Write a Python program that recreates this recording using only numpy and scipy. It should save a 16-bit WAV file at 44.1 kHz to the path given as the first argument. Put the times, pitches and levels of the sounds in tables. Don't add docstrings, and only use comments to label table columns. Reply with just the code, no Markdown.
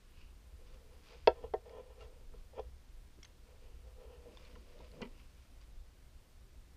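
import sys
import numpy as np
from scipy import signal
from scipy.fft import rfft, irfft
from scipy.io import wavfile
from scipy.ndimage import uniform_filter1d

SR = 44100
rng = np.random.default_rng(int(sys.argv[2]) if len(sys.argv) > 2 else 0)


def attenuation_scalar(level_db):
    decades = np.asarray(level_db, float) / 20
    return 10 ** decades


def wav_out(sig):
    wavfile.write(sys.argv[1], SR, np.round(np.clip(np.atleast_2d(sig).T, -1, 1) * 32767).astype(np.int16))


N = 298116
T = np.arange(N) / SR

# (time [s], level [dB], rise [s], fall [s])
LEANS = [
    (.19, -52, .06, 0.13),
    (.7, -55.5, 0.13, 0.35),
    (1.3, -55, 0.23, 0.53),
    (2.3, -50, 0.13, 0.35),
    (2.98, -53, 0.074, 0.16),
    (3.72, -52.5, 0.074, 0.12),
    (4.5, -59, 0.16, 0.34),
    (5.12, -55, 0.051, 0.14),
    (5.8, -50, 0.12, 0.12),
    (6.58, -62, .1, 0.13),
]
# (time [s], level [dB], rise [s], fall [s])
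JOLTS = [
    (.2, -54.5, 0.074, 0.046),
    (.55, -51, 0.12, 0.055),
    (1.29, -49.5, 0.074, 0.059),
    (1.45, -48, 0.026, 0.11),
    (2.04, -53, 0.055, 0.064),
    (2.63, -51, 0.07, 0.1),
    (3.75, -58, .1, 0.9),
    (4.42, -55.5, 0.097, 0.092),
    (6.15, -59.5, 0.18, .06),
    (6.6, -56, 0.075, .06),
]
# (frequency [Hz], density [dB per Hz])
HISS_SPECTRUM = [(41, -39.5), (70, -4), (88, -11.5), (132, -13), (151, -18), (340, -25), (389, -21.5),
                 (416, -29.5), (639, -27), (838, -29), (1890, -32), (4660, -34.5), (15400, -43.5)]
# (frequency [Hz], level [dB])
WHINE_TONES = [(8619, -83), (11793, -92)]
# (time [s], level [dB], rise [s], fall [s])
SLIDES = [
    (.220, -70.5, 0.11, .08),
    (1.080, -65, 0.088, .14),
    (3.690, -83, .1, 0.17),
    (4.470, -70, 0.23, 0.11),
    (4.850, -71.5, 0.27, 0.18),
    (5.200, -71, 0.092, 0.076),
    (5.420, -75, 0.11, .15),
    (5.615, -69.5, .01, .03),
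]
# (time [s], level [dB], rise [s], fall [s])
SLEEVE_DRAGS = [
    (.22, -74.5, 0.058, .079),
    (3.68, -81, 0.06, 0.09),
    (4.12, -79.5, 0.036, .06),
    (4.50, -80, 0.093, .05),
    (5.20, -81.5, 0.064, 0.07),
]
# (frequency [Hz], density [dB per Hz])
RUSTLE_SPECTRUM = [(590, -34.5), (1000, -5), (1260, -9), (1460, -9.5), (1700, -12.5), (2440, -6.5),
                   (3690, -11.5), (4390, -14), (4690, -10), (9000, -34), (11700, -44), (19800, -120)]
# (time [s], rub level [dB], rise [s], fall [s], skin rustle re rub [dB])
STROKES = [(.600, -73, .12, 0.089, -6), (.752, -65, 0.1, 0.067, -6.5), (.925, -65, 0.06, 0.068, -10),
           (1.135, -56, 0.053, 0.045, -12.5), (1.370, -55, 0.033, 0.057, -20.5),
           (1.445, -49, .025, 0.023, -23), (1.675, -55, 0.014, 0.1, -20), (1.788, -49, 0.078, 0.03, -41),
           (1.910, -59, 0.052, .025, -26), (2.020, -51, 0.024, 0.036, -14.5),
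           (2.130, -62.5, 0.026, 0.09, -20), (2.345, -67.5, .01, 0.082, -10),
           (2.560, -56, 0.014, 0.061, -18), (3.272, -68.5, 0.015, .04, -4), (3.490, -65.5, .04, 0.1, -6.5),
           (3.635, -63.5, 0.022, 0.11, -10.5), (3.875, -64.5, 0.028, 0.076, -12.5),
           (4.020, -63, 0.051, 0.078, -15.5), (4.125, -54.5, 0.069, 0.068, -25),
           (4.265, -56.5, .012, 0.099, -28), (4.480, -64.5, 0.15, 0.1, -3.5), (4.720, -65, .07, 0.1, -8),
           (4.820, -66.5, 0.068, 0.15, -16), (4.980, -65.5, 0.13, 0.083, -5.5)]
# (frequency [Hz], t60 [s], level [dB])
GRIPPED_MODES = [(429, 0.09, -5), (481.3, 0.066, 2), (511.5, 0.061, 1), (644.3, 0.055, -10),
                 (785, 0.035, -10), (900, 0.025, -10), (1021, 0.09, -16.5), (1155, 0.037, -23.5),
                 (1321, 0.04, -19), (1760, 0.022, -23), (1800, 0.0507, -19), (2400, 0.014, -18),
                 (2690, .03, -25), (2840, 0.03003, -22.5), (3280, 0.029, -21.5)]
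# (time [s], level [dB], rise [s], fall [s])
SCRAPES = [
    (1.428, -59, .004, 0.016),
    (2.582, -40.5, 0.0072, 0.006),
    (2.594, -48, 0.0057, .007),
    (4.560, -62, .004, 0.02),
    (5.028, -50.5, 0.0071, 0.024),
]
# (time [s], peak level [dB], contact [ms])
KNOCKS = [(1.439, -26, 0.69), (1.658, -39, 0.23), (1.693, -48, 0.72), (1.766, -50, 0.31), (2.009, -60, 1.2),
          (2.337, -41.5, 0.25), (2.533, -41, .5), (2.578, -31, 0.47), (2.588, -41, 0.29), (2.591, -19, .8),
          (4.097, -54, .85), (4.255, -36.5, 1.3), (4.553, -50, 0.31), (4.797, -49, 1), (4.933, -43, 0.52),
          (5.005, -34.5, 0.34)]
# (low edge [Hz], high edge [Hz], power share [1])
PAPER_SCUFF = (370, 667, 0.75)
# (start [s], end [s], start frequency [Hz], end frequency [Hz], level [dB])
SQUEAK = (.88, .975, 10800, 11300, -82)
# (time [s], level [dB], rise [s], fall [s])
PRESSES = [(.926, -67.5, .02, 0.017), (1.165, -69, 0.026, .02), (1.442, -57.5, 0.02, .015),
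           (1.535, -65, .01, 0.031), (1.760, -66.5, .07, 0.051), (2.330, -67, .06, 0.049),
           (2.590, -66, .03, .03), (3.190, -64.5, .02, .02), (4.100, -69, 0.041, 0.05),
           (4.300, -64, .05, 0.15), (4.560, -65.5, .06, 0.046), (4.810, -57, 0.031, 0.017),
           (5.020, -54.5, 0.064, 0.075), (5.210, -68, 0.015, 0.063)]
# (time [s], blow [dB], contact [ms], rebound gap [ms], crack [dB])
SNAPS = [
    (1.2731, -13.5, 0.39, 5.1, -10),
    (1.5370, -32, 0.47, 4.1, -23),
]
SHELL_HZ = [300, 362, 432, 486, 530, 647, 754, 912, 1057, 1342, 1560, 1655, 1828, 2030, 2240, 2650, 3200,
            3390, 4330, 4900, 5520]
# (t60 [s], hard snap level [dB], soft snap level [dB])
SHELL_MODES = [(0.024, -7.5, -40), (0.066, -12, 1.5), (0.042, 3, 8.5), (.07, 3, -1.5), (0.067, -6.5, -1),
               (0.093, -1.5, -1), (0.07, -9.5, 2.5), (.045, -2.5, -3), (0.09, -21, -10.5),
               (0.071, -21, -31), (0.092, -31, -36), (0.065, -25, -32), (.1, -28.5, -29), (.04, -23, -23),
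               (.028, -22.5, -44), (0.025, -12.5, -37), (.022, -16.5, -29), (0.022, -17, -29),
               (0.02, -18.5, -36), (0.014, -21.5, -38), (0.0061, -15.5, -30)]
# (time [s], peak level [dB], ring [Hz], second ring [Hz], t60 [s])
TICKS = [(1.695, -59, 2300, 3400, .015), (2.5962, -55, 3430, 2050, 0.027), (3.189, -68, 2200, 3000, .015),
         (3.2287, -56, 3360, 1600, 0.018), (3.231, -52, 2160, 6340, 0.023),
         (3.2458, -58, 3360, 1800, 0.012), (3.2481, -55, 3300, 2000, 0.013),
         (3.2500, -50.5, 6340, 5070, 0.028), (3.2542, -56, 2000, 3000, 0.01),
         (4.372, -50.5, 3580, 1100, 0.022), (4.916, -58, 4300, 2260, 0.012),
         (5.0173, -48.5, 4700, 5600, 0.01), (5.073, -64, 2900, 2400, 0.011),
         (5.6138, -60.5, 4700, 5860, 0.017)]
# (time [s], peak level [dB], ring [Hz], second ring [Hz], t60 [s])
SCUFFS = [
    (2.006, -58, 2800, 1350, 0.097),
    (2.022, -66, 4500, 3200, 0.011),
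    (3.2298, -52.5, 5630, 3330, 0.012),
    (4.449, -60, 2400, 4300, 0.041),
    (4.553, -59.5, 1350, 2270, 0.022),
    (4.557, -60, 1060, 1484, 0.051),
    (4.789, -65, 4300, 3900, .008),
    (4.803, -60.5, 990, 990, 0.089),
    (5.0516, -58, 2980, 2170, 0.025),
]
# (time [s], level [dB], rise [s], fall [s])
FLAPS = [
    (5.0185, -39.5, 0.0023, 0.0097),
    (5.052, -54.5, 0.0024, 0.0079),
    (5.075, -68, 0.0034, 0.0099),
]
# (frequency [Hz], level [dB], t60 [s])
SHEET_MODES = [(242, 4, 0.059), (296, -16, 0.044), (403, 2, 0.036), (527, 2, 0.023), (1000, -4, 0.033),
               (1120, -5, 0.025), (1350, 4.5, 0.01), (2000, -4.5, 0.041), (2334, 1.5, 0.017),
               (2800, -0.5, 0.018), (3080, -3, 0.0097), (4080, -5.5, 0.011), (4700, -25, 0.011)]


def unit(x):
    return x / np.sqrt(np.mean(x ** 2))


def ring(x, hz, t60):
    pole = np.exp(2j * np.pi * hz / SR - np.log(1000) / (t60 * SR))
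    return signal.lfilter([1], [1, -pole], x).imag


def band(x, lo_hz, hi_hz, order=2):
    return signal.sosfilt(signal.butter(order, [lo_hz, hi_hz], "band", fs=SR, output="sos"), x)


def colour(x, spectrum):
    hz, db = np.transpose(spectrum)
    f = np.fft.rfftfreq(N, 1 / SR) + 1
    gain_db = np.interp(np.log(f), np.log(hz), db, left=-90, right=-90)
    return unit(irfft(rfft(x) * attenuation_scalar(gain_db), N))


def walk(rate_hz):
    k = int(SR / rate_hz)
    steps = np.repeat(rng.standard_normal(N // k + 1), k)
    return unit(uniform_filter1d(uniform_filter1d(steps, k), k)[:N])


def grains(per_s, spread_db):
    happens = rng.random(N) < per_s / SR
    return happens * rng.standard_normal(N) * attenuation_scalar(spread_db * rng.exponential(size=N))


def push(start_s, db, ms, t):
    u = np.clip((t - start_s) / (ms / 1000), 0, 1)
    return attenuation_scalar(db) * np.sin(np.pi * u) ** 2 / (ms / 2000 * SR)


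def add(out, s, sound):
    i = int(s * SR)
    out[i:i + len(sound)] += sound[:N - i]


def envelope(t, s, rise, fall):
    return np.exp(np.where(t < s, (t - s) / rise, (s - t) / fall))


def swell(bursts):
    return sum(attenuation_scalar(db) * envelope(T, s, rise, fall) for s, db, rise, fall in bursts)


def effort_db(bursts, rest_db):
    t = T[::32]
    power = sum(attenuation_scalar(2 * db) * envelope(t, s, rise, fall) ** 2 for s, db, rise, fall in bursts)
    eased = uniform_filter1d(power, int(0.02 / t[1]))
    return np.interp(T, t, 10 * np.log10(eased + attenuation_scalar(2 * rest_db)))


def background():
    deep = unit(band(rng.standard_normal(N), 15.2, 38.9)) * attenuation_scalar(effort_db(LEANS, -61))
    boom = unit(band(rng.standard_normal(N), 49, 67)) * attenuation_scalar(effort_db(JOLTS, -63))
    hiss = colour(rng.standard_normal(N), HISS_SPECTRUM) * attenuation_scalar(-67 + 0.21 * walk(6.4))
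    hiss = hiss + band(hiss, 6756, 16000) * (0.09 * walk(30) + 0.028 * walk(9.9))
    frame_hz, slip_hz = 30, 21.3
    frame = (T * frame_hz) % 1
    gate = np.sin(np.pi * np.clip(frame / 0.6, 0, 1)) * attenuation_scalar(1.7 * walk(7.3))
    whine = np.zeros(N)
    for hz, db in WHINE_TONES:
        phase = 2 * np.pi * (hz * frame / frame_hz + slip_hz * T)
        whine += attenuation_scalar(db) * gate * np.sin(phase)
    return deep + boom + hiss + whine


def rustle(level_db):
    fibres = grains(6000, 1.5) * attenuation_scalar(1.1 * walk(23))
    swish = unit(band(fibres, 2400, 3100)) * swell(SLEEVE_DRAGS)
    return colour(fibres, RUSTLE_SPECTRUM) * attenuation_scalar(level_db) + swish


def gripped_shell(x, gain_db, damp):
    out = 0
    for k, ((hz, t60, db), gain) in enumerate(zip(GRIPPED_MODES, gain_db)):
        out = out + (-1) ** k * attenuation_scalar(db + gain) * ring(x, hz, damp * t60)
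    return out


def handling(rub_db):
    slips = grains(8900, 0.87) * attenuation_scalar(2.0 * walk(30))
    octaves = np.log2(np.array(GRIPPED_MODES)[:, 0] / 500)
    rub = gripped_shell(slips, 0 * octaves, 0.86)
    lo_hz, hi_hz, share = PAPER_SCUFF
    paper = share * np.clip((T - 4.25) / 0.21, 0, 1)
    scuff = unit(band(slips, lo_hz, hi_hz, order=4))
    out = (np.sqrt(1 - paper) * unit(rub) + np.sqrt(paper) * scuff) * attenuation_scalar(rub_db)
    at_stop_db = 6.6 * np.exp(-((octaves - 0.85) / 0.08) ** 2)
    out += gripped_shell(slips * swell(SCRAPES), 0.97 * octaves + at_stop_db, 0.78) / np.std(rub)
    t = T[:SR // 6]
    for s, db, contact_ms in KNOCKS:
        spot_db = 3 * rng.standard_normal(len(GRIPPED_MODES))
        add(out, s, gripped_shell(push(0, db - 10.0, contact_ms, t), spot_db, 0.79))
    return band(out, 326, 8984, order=3)


def squeak():
    s0, s1, hz0, hz1, db = SQUEAK
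    u = np.clip((T - s0) / (s1 - s0), 0, 1)
    hz = hz0 + (hz1 - hz0) * u + 60 * walk(150)
    return attenuation_scalar(db) * np.sin(np.pi * u) * np.sin(2 * np.pi * np.cumsum(hz) / SR)


def thud(level_db):
    return unit(band(rng.standard_normal(N), 120, 392)) * attenuation_scalar(level_db + 2.0 * walk(23))


def snaps():
    out, t = np.zeros(N), T[:SR // 3]
    bending_modes = 9
    for column, (s, db, contact_ms, gap_ms, crack_db) in enumerate(SNAPS):
        start = s - int(s * SR) / SR
        force = np.zeros(len(t))
        for k, lag in enumerate((0, 1, 2.6)):
            force += push(start + lag * gap_ms / 1000, db - 8 * k, (1 + k) * contact_ms, t)
        rattle = rng.standard_normal((len(SHELL_HZ), len(t))) * t * np.exp(-t / 0.00063)
        given = np.abs(np.sum(rattle * np.exp(-2j * np.pi * np.outer(SHELL_HZ, t)), axis=1))
        click = push(start + 0.0009, 0, 0.044, t)
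        clatter = attenuation_scalar(crack_db) * (0.3 * rattle / given[:, None] + 0.74 * click)
        modes = np.zeros(len(t))
        for k, (hz, mode) in enumerate(zip(SHELL_HZ, SHELL_MODES)):
            drive = (-1) ** (k + 1) * force if k < bending_modes else clatter[k]
            modes += attenuation_scalar(mode[1 + column]) * ring(drive, hz, mode[0])
        fade = np.exp(-t / 0.00398) + 0.12 * np.exp(-t / 0.012)
        wash = band(rng.standard_normal(len(t)), 1100, 3480) * fade * np.minimum(t / 0.00089, 1)
        add(out, s, modes + attenuation_scalar(crack_db - 26) * wash)
    return band(out, 231.8, 9000)


def ticks():
    out, t = np.zeros(N), T[:SR // 12]
    for events, scratch_ms in ((TICKS, 0.98), (SCUFFS, 5.6)):
        for s, db, hz, hz2, t60 in events:
            scratch = rng.standard_normal(len(t)) * t * np.exp(-t / (scratch_ms / 3000))
            first, second = ring(scratch, hz, t60), ring(scratch, hz2, 0.8 * t60)
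            crack = band(scratch, 0.6 * min(hz, hz2), 1.3 * max(hz, hz2))
            parts = sum(g * p / np.abs(p).max() for g, p in ((0.85, first), (0.65, second), (1.2, crack)))
            add(out, s, attenuation_scalar(db + 0.5) * parts)
    return band(out, 500, 7200, order=3)


def sheet():
    creases = unit(grains(16000, 0.95)) * swell(FLAPS)
    modes = np.zeros(N)
    for k, (hz, db, t60) in enumerate(SHEET_MODES):
        modes += (-1) ** k * attenuation_scalar(db) * ring(creases, hz, np.clip(t60, 0.008, 0.05))
    return 0.061 * modes + attenuation_scalar(-4.5) * band(creases, 900, 4500, order=1)


def room_tail(near):
    t, t60_s = T[:SR // 3], 0.12
    tail = band(rng.standard_normal(len(t)), 300, 3487, order=1)
    tail = tail * np.exp(-np.log(1000) * t / t60_s) * (t > 0.004)
    return attenuation_scalar(-22.5) * signal.fftconvolve(near, tail / np.sqrt(np.sum(tail ** 2)))[:N]


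def scene():
    rub_db = effort_db([row[:4] for row in STROKES], -82.5)
    skin = [(s, db + skin_db, rise, fall) for s, db, rise, fall, skin_db in STROKES]
    toy = handling(rub_db) + snaps() + sheet()
    toy = signal.sosfilt(signal.cheby2(8, 40, 6549, fs=SR, output="sos"), toy)
    friction = rustle(effort_db(skin + SLIDES, -85))
    pressing = thud(effort_db(PRESSES, -76.5))
    near = toy + ticks() + friction + pressing
    return (near + room_tail(near) + squeak() + background())[None]


def band_limit(x):
    return signal.sosfilt(signal.butter(12, 15580, fs=SR, output="sos"), x)


def record(dry):
    return band_limit(dry)


dry = scene()
out = record(dry)
wav_out(out)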